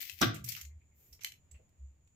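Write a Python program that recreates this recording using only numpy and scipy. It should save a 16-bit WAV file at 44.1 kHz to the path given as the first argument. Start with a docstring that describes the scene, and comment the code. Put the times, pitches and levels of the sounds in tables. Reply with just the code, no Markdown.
"""In a walled yard a steel measuring tape clicks and scrapes as it is dragged. A plastic drain
pipe is knocked against bricks; the impact excites the modes of both, and the air column hums on.
The drag halts; the tape squeaks faintly, slides out with a hiss and is laid, clicking, on the rim
of the pipe. Throughout, handling makes soft low booms, and a thin high tone, likely insects,
lies over a low rumble."""
import sys
import numpy as np
from scipy import signal
from scipy.fft import rfft, irfft, next_fast_len
from scipy.io import wavfile
from scipy.ndimage import map_coordinates

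SR = 44100
rng = np.random.default_rng(int(sys.argv[2]) if len(sys.argv) > 2 else 0)


def to_wav(s):
    """Save 16-bit WAV."""
    ch = np.atleast_2d(s).T  # columns
    pcm = np.round(np.clip(ch, -1, 1) * 32767)  # PCM
    wavfile.write(sys.argv[1], SR, pcm.astype(np.int16))


N = 94815

# Spectra of the rumble and of the tape's hiss, friction and clicks.
# Each row: frequency in Hz, relative level in dB.
RUMBLE_SPECTRUM = [(25, -1.5), (45, -3.5), (70, 8), (115, 4.5), (180, -5), (330, -14.5), (700, -21.5),
                   (1500, -28.5), (2400, -26.5), (4000, -35), (8000, -40.5), (15000, -39.5)]
HISS_SPECTRUM = [(100, 1), (400, -2.5), (1000, -22.5), (2300, -11.5), (4000, -19.5), (7500, -8.5),
                 (10000, -24), (12500, -0.5), (15000, -4.5)]
FRICTION_SPECTRUM = [(200, -20), (900, -32.5), (1500, -13), (2100, 4.5), (3100, 0.5), (4000, -1.5),
                     (5800, -1.5), (7500, -8.5), (9000, -15.5), (11500, -6.5), (14500, 5.5), (15500, -2.5)]
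CLICK_SPECTRUM = [(200, -31.5), (900, -28.5), (1650, -10), (2100, 2), (3100, -1), (3600, -3), (4150, -1),
                  (4800, -4), (6100, 1), (7800, -1), (9000, -10), (11300, -5), (12300, 2.5), (13600, 0.5),
                  (15300, -8)]
# Spectra of the knock's thud and crack. Each row: frequency in Hz, relative level in dB.
THUD_SPECTRUM = [(50, -14), (120, 0.5), (210, 8), (330, 1), (490, -10), (670, -2.5), (920, -12),
                 (1300, 4.5), (2200, -7), (3600, -2.5), (4800, -14), (5800, -16.5), (7500, -31.5)]
CRACK_SPECTRUM = [(300, -4.5), (1500, -12.5), (4500, -1.5), (5700, 9.5), (7000, -4), (8700, 0.5),
                  (10000, -20.5), (11500, -8), (13000, 5), (14000, -6.5), (15500, -11.5)]
# Modes of the tape's blade, and of pipe and brick. Each row: frequency in Hz, relative level in dB.
STEEL_MODES = [(2360, -13), (3120, -15), (4120, -12.5)]
PIPE_BRICK_MODES = [(260, -12.5), (327, -8), (427, -17.5), (600, -18.5), (676, -14.5), (790, -16),
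                    (1168, -8.5), (1255, -9), (1372, -15), (1587, -10.5), (1650, -9.5), (1930, -16.5),
                    (5650, -17.5)]
# Reverberation of the yard for tape and knock. Each row: frequency in Hz, T60 in seconds.
TAPE_REVERB = [(500, 0.08), (2500, 0.23), (7000, 0.25), (13000, 0.21)]
KNOCK_REVERB = [(150, 0.34), (400, 0.55), (850, .27), (1300, 0.38), (2500, 0.35), (5000, 0.32),
                (13000, 0.11)]
# Booms of handling, and low tones of the knock: first its thump, then the air in the pipe. # Each row: start,
# rise and fall in seconds, frequency in Hz, peak level in dB.
HANDLING_BOOMS = [(0.113, 0.023, 0.13, 88.5, -54.5), (0.381, 0.045, 0.093, 66, -50),
                  (0.598, 0.083, 0.33, 71.4, -45.5), (.72, 0.055, 0.1, 73.2, -45.5),
                  (1.09, 0.051, 0.033, 66.6, -55), (1.49, 0.076, 0.033, 70.3, -47),
                  (1.775, 0.067, 0.18, 67.4, -42.5)]
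KNOCK_LOW_TONES = [(0.2108, 0.0038, 0.073, 199, -23), (0.233, 0.053, 0.085, 108.7, -28.5),
                   (0.289, 0.06, 0.28, 153.1, -46), (0.313, 0.031, 0.26, 109.2, -45.5),
                   (0.327, 0.023, 0.28, 199.5, -51), (.41, 0.048, 0.18, 115.9, -41.5),
                   (0.489, 0.018, 0.11, 122.9, -49)]
# Envelope of the hiss as the blade runs out. Each row: time in seconds, level in dB.
HISS_ENVELOPE = [(0.912, -100), (0.961, -71.5), (1.01, -64.5), (1.07, -63.5), (1.109, -66), (1.154, -66),
                 (1.189, -88), (1.219, -110)]
# Squeaks of the rubbing blade. Each row: start in seconds, frequency in Hz, peak level in dB.
BLADE_SQUEAKS = [(.69, 2074, -75), (.795, 2310, -76.5), (0.901, 2190, -80)]
# Strokes of the drag. Each row: start, rise and fall in seconds, level in dB, left minus right in dB.
DRAG_STROKES = [(.001, 0.0064, 0.12, -43, 17), (.05, 0.035, 0.2, -55, 16), (0.161, 0.081, 0.049, -45.5, 16),
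                (0.469, 0.021, 0.2, -43.5, 9.5), (0.556, 0.011, 0.13, -55, 5)]
# Clicks of the blade. Each row: start in seconds, level in dB, T60 in seconds, left minus right in dB,
# tilt in dB per octave, main resonance in Hz, its height in dB.
BLADE_CLICKS = [(0.013, -28, 0.055, 2.5, 5, 15300, 7.5), (0.0271, -45, 0.025, 27, -4.5, 5450, 5),
                (0.074, -52, 0.041, 9, -4, 2650, 1), (0.0963, -36.5, 0.019, 20.5, -3, 2550, 9.5),
                (0.121, -38, 0.13, 6, 18, 2603, 3), (0.342, -39, 0.062, -14.5, 0.5, 8420, 7),
                (0.356, -48.5, 0.063, 23.5, -5.5, 8970, -3), (0.4416, -29.5, 0.045, -5, 6, 13170, -4),
                (0.458, -42, 0.095, 23.5, 0.5, 13700, 9.5), (0.478, -48, 0.0083, 0, -11, 13200, 3),
                (0.4868, -24, 0.043, 7, 5, 4990, 10.5), (0.519, -29, 0.041, -3.5, 0, 5670, 4.5),
                (0.5497, -37, 0.018, -11, -2.5, 2740, 12.5), (0.566, -36, 0.086, 4, -2, 5630, 12),
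                (0.612, -34, 0.031, -1.5, 1, 6300, 6.5), (0.65, -45, 0.03, 10.5, -2, 7020, 15),
                (1.125, -43, 0.067, -2, 3, 5300, 16), (1.191, -58, 0.038, 10, -11.5, 2050, -1),
                (1.207, -40, 0.092, -5.5, -4, 5820, 10.5), (1.235, -45, 0.015, -27, 5.5, 6030, 13),
                (1.2461, -23, 0.016, 0, -0.5, 3070, 12.5), (1.269, -37.5, 0.029, 1, -4.5, 2380, 8),
                (1.3195, -41.5, 0.024, -0.5, -2, 3000, 11), (1.338, -54.5, 0.029, -2, -2, 2346, 9),
                (1.5118, -46.5, 0.037, -9.5, -1.5, 7680, 24.5), (1.541, -52.5, 0.088, 1.5, -12, 2712, 13),
                (1.691, -67.5, 0.026, -4.5, 1, 7640, 13.5), (2.0743, -64.5, 0.021, -5, -4, 7770, 14.5)]
# Contacts of pipe and brick. Each row: start in seconds, crack level in dB, body level in dB,
# left minus right in dB, tilt of the thud in dB per octave.
PIPE_CONTACTS = [(0.2122, -29, -26.5, -6, -7), (0.215, -22, -23, -2, -1), (0.2247, -40.5, -21, 6.5, 1.5),
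                 (0.23, -38.5, -22, 0, -2.5), (0.236, -45, -31.5, 0.5, 0)]


def amp(db):
    return 10 ** (np.asarray(db) / 20)


def unit_rms(x):
    return x / np.sqrt(np.mean(x ** 2) + 1e-20)


def along(points, hz):
    """Interpolation of (frequency, value) points on a logarithmic frequency axis."""
    freqs, values = np.transpose(points)
    return np.interp(np.log(hz + 1), np.log(freqs + 1), values)


def resonance(hz, centre_hz, width_hz):
    """Gain in dB of a resonance with steep skirts."""
    return -20 * np.log10(1 + ((hz - centre_hz) / width_hz) ** 2)


def tilt(hz, db_per_octave):
    """Spectral slope in dB about 1 kHz, flat in the bass."""
    return db_per_octave * np.log2(np.maximum(hz, 300) / 1000)


def since(start):
    """Seconds elapsed since the start, zero before it."""
    return np.maximum(np.arange(N) / SR - start, 0)


def pan(db):
    """Left and right gains for a level difference between the ears."""
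    return amp(np.array([[db], [-db]]) / 2)


def wobble(rate):
    """Random modulation: a smooth curve through `rate` Gaussian values a second."""
    knots = rng.standard_normal(int(N * rate / SR) + 4)
    return map_coordinates(knots, [np.arange(N) * rate / SR])


def filtered(x, response):
    """Linear filtering: the spectrum is multiplied by a frequency response."""
    size = next_fast_len(N + 8192)
    return irfft(rfft(x, size) * response(np.fft.rfftfreq(size, 1 / SR)), size)[..., :N]


def noise(colour_db, mono_hz=450):
    """Coloured stereo noise of unit rms, coherent between the sides in the bass."""
    def response(hz):
        return amp(colour_db(hz)) * [np.ones_like(hz), hz / np.hypot(hz, mono_hz)]
    mid, side = filtered(rng.standard_normal((2, N)), response)
    return unit_rms(np.array([mid + side, mid - side]))


def struck(start, attack_s, t60):
    """Envelope of an impact: a quick rise, then exponential decay."""
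    t = since(start)
    return (1 - np.exp(-t / attack_s)) * 10 ** (-3 * t / t60)


def swell(start, rise_s, fall_s):
    """Smooth build-up, then exponential decay by 30 dB in each fall_s."""
    onset = np.sin(np.pi / 2 * np.minimum(since(start) / rise_s, 1)) ** 2
    return onset * amp(-30 * since(start + rise_s) / fall_s)


def ringing(start, modes, t60):
    """Free vibration: a sum of damped modes whose strengths and phases vary with each blow."""
    out, t = np.zeros((2, N)), np.arange(SR // 3) / SR
    first = min(round(start * SR), N)
    onset = 1 - np.exp(-t / 0.0006)
    for hz, db in modes:
        spread_rad = min(hz / 1200, 1.5)  # low modes reach both sides nearly in phase
        phase = rng.uniform(0, 2 * np.pi) + rng.normal(0, 1, (2, 1)) * spread_rad
        decay = amp(db + rng.normal(0, 2) - 60 * t / t60)
        mode = decay * onset * np.sin(2 * np.pi * hz * t + phase)
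        out[:, first:first + len(t)] += mode[:, :N - first]
    return out


def yard(x, t60_curve, wet_db, cutoff_s, build_s=0.0059):
    """Reverberation: reflections from the walls follow the direct sound, each band at its own decay."""
    hz, t, spectra = signal.stft(rng.standard_normal((2, SR // 2)), SR, nperseg=256)
    decay = amp(-60 * t / along(t60_curve, hz)[:, None])
    tail = signal.istft(spectra * decay, SR, nperseg=256)[1]
    age = np.arange(tail.shape[1]) / SR
    tail = tail * (1 - np.exp(-(age / build_s) ** 2)) * np.exp(-(age / cutoff_s) ** 4)
    feed = 0.81 * x + 0.49 * x[::-1]  # reflections reach both sides
    reflections = signal.fftconvolve(feed, tail / np.linalg.norm(tail[0]), axes=1)[:, :N]
    return x + amp(wet_db) * reflections


def rumble():
    """Broadband noise, strongest in the bass, under slight, slow amplitude modulation."""
    return amp(-69.5 + wobble(6)) * noise(lambda hz: along(RUMBLE_SPECTRUM, hz))


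def insects():
    """Narrow-band noise is heard as a thin tone, like insect song; its level wavers."""
    song = noise(lambda hz: resonance(hz, centre_hz=7010, width_hz=260))
    return amp(-78.5 + 2.2 * wobble(18)) * song


def handling(waver_rad=0.083):
    """Gentle excitation of a low resonance gives soft booms; a damped noise band, one hollow bump."""
    booms = np.zeros(N)
    for start, rise, fall, hz, db in HANDLING_BOOMS:
        phase = 2 * np.pi * hz * since(start) + waver_rad * wobble(16)
        booms += amp(db) * swell(start, rise, fall) * np.sin(phase)
    hollow = noise(lambda hz: resonance(hz, centre_hz=542, width_hz=104))
    return booms + amp(-57) * struck(1.59, attack_s=0.017, t60=0.13) * hollow


def tape_slide():
    """Sliding friction gives a smooth, very high hiss while the blade runs out."""
    times, db = np.transpose(HISS_ENVELOPE)
    return amp(np.interp(np.arange(N) / SR, times, db)) * noise(lambda hz: along(HISS_SPECTRUM, hz))


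def tape_squeaks():
    """Light friction excites only the lowest resonance of the blade."""
    out = np.zeros((2, N))
    for start, centre_hz, db in BLADE_SQUEAKS:
        band = noise(lambda hz: resonance(hz, centre_hz, width_hz=230))
        out += amp(db) * swell(start, rise_s=0.025, fall_s=0.07) * band
    return out


def tape_scrapes(grains_per_s=6000, catches_per_s=260, halt_s=0.635, fade_s=0.021):
    """Stick-slip friction: the tape drags and catches in clumps of impulses, ending in a lower rasp."""
    slips = rng.random(N) < grains_per_s / SR
    slip_db = 3 * rng.standard_normal(N) + 3 * wobble(catches_per_s)
    grains = slips * amp(slip_db) * rng.standard_normal((2, N))
    grit = unit_rms(filtered(grains, lambda hz: amp(along(FRICTION_SPECTRUM, hz))))
    rasp = unit_rms(filtered(grains, lambda hz: amp(resonance(hz, centre_hz=1516, width_hz=313))))
    strokes = sum(amp(db) * pan(side_db) * swell(start, rise, fall)
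                  for start, rise, fall, db, side_db in DRAG_STROKES)
    last_stroke = amp(-57.5) * swell(0.556, rise_s=0.024, fall_s=0.073)
    halt = np.exp(-since(halt_s) / fade_s)
    return halt * (grit * strokes + rasp * last_stroke)


def tape_clicks(sharp_t60=0.019, sharp_attack_s=0.00078):
    """Buckling and impact excite the thin steel blade in bursts, each with one resonance to the fore."""
    out = np.zeros((2, N))
    for start, db, t60, side_db, tilt_db, main_hz, main_db in BLADE_CLICKS:
        def colour_db(hz):
            accent_db = main_db * amp(resonance(hz, main_hz, width_hz=0.085 * main_hz))
            return along(CLICK_SPECTRUM, hz) + tilt(hz, tilt_db) + accent_db
        sharpness = (sharp_t60 / t60) ** 2  # shorter clicks start faster and ring more
        burst = noise(colour_db) * struck(start, sharp_attack_s / sharpness, t60)
        ring = sharpness * ringing(start, STEEL_MODES, t60=0.013)
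        out += amp(db) * pan(side_db) * (burst + ring)
    return out


def knock_low_tones(waver_rad=0.76):
    """Low tones after the knock: the first two are its deep thump, the rest resonances of the air in the pipe;
    they swell, beat together and die away."""
    hum = np.zeros(N)
    for start, rise, fall, hz, db in KNOCK_LOW_TONES:
        phase = 2 * np.pi * hz * since(start) + waver_rad * wobble(49)
        hum += amp(db) * swell(start, rise, fall) * np.sin(phase)
    return hum


def pipe_knock():
    """Impact excitation: the pipe chatters on brick; each contact cracks, thuds and rings the modes."""
    out = np.zeros((2, N))
    crack_noise = noise(lambda hz: along(CRACK_SPECTRUM, hz))
    for start, crack_db, body_db, side_db, tilt_db in PIPE_CONTACTS:
        crack = crack_noise * struck(start, attack_s=0.0008, t60=0.032)
        thud_noise = noise(lambda hz: along(THUD_SPECTRUM, hz) + tilt(hz, tilt_db))
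        thud = thud_noise * struck(start, attack_s=0.0014, t60=0.078)
        ring = amp(-5) * ringing(start, PIPE_BRICK_MODES, t60=0.12)
        out += pan(side_db) * (amp(crack_db) * crack + amp(body_db) * (thud + ring))
    return out


def scene():
    """Superposition: tape and knock reverberate in the yard, over hum, handling and background."""
    blade = tape_clicks() + tape_scrapes() + tape_squeaks()
    tape = yard(blade, TAPE_REVERB, wet_db=-6, cutoff_s=0.085) + tape_slide()
    knock = yard(pipe_knock(), KNOCK_REVERB, wet_db=-9.5, cutoff_s=0.24)
    return knock + knock_low_tones() + tape + handling() + rumble() + insects()


def record(dry, top_hz=15500):
    """Band limiting: a steep low-pass filter removes the highest treble."""
    return filtered(dry, lambda hz: 1 / np.sqrt(1 + (hz / top_hz) ** 160))


dry = scene()
out = record(dry)
to_wav(out)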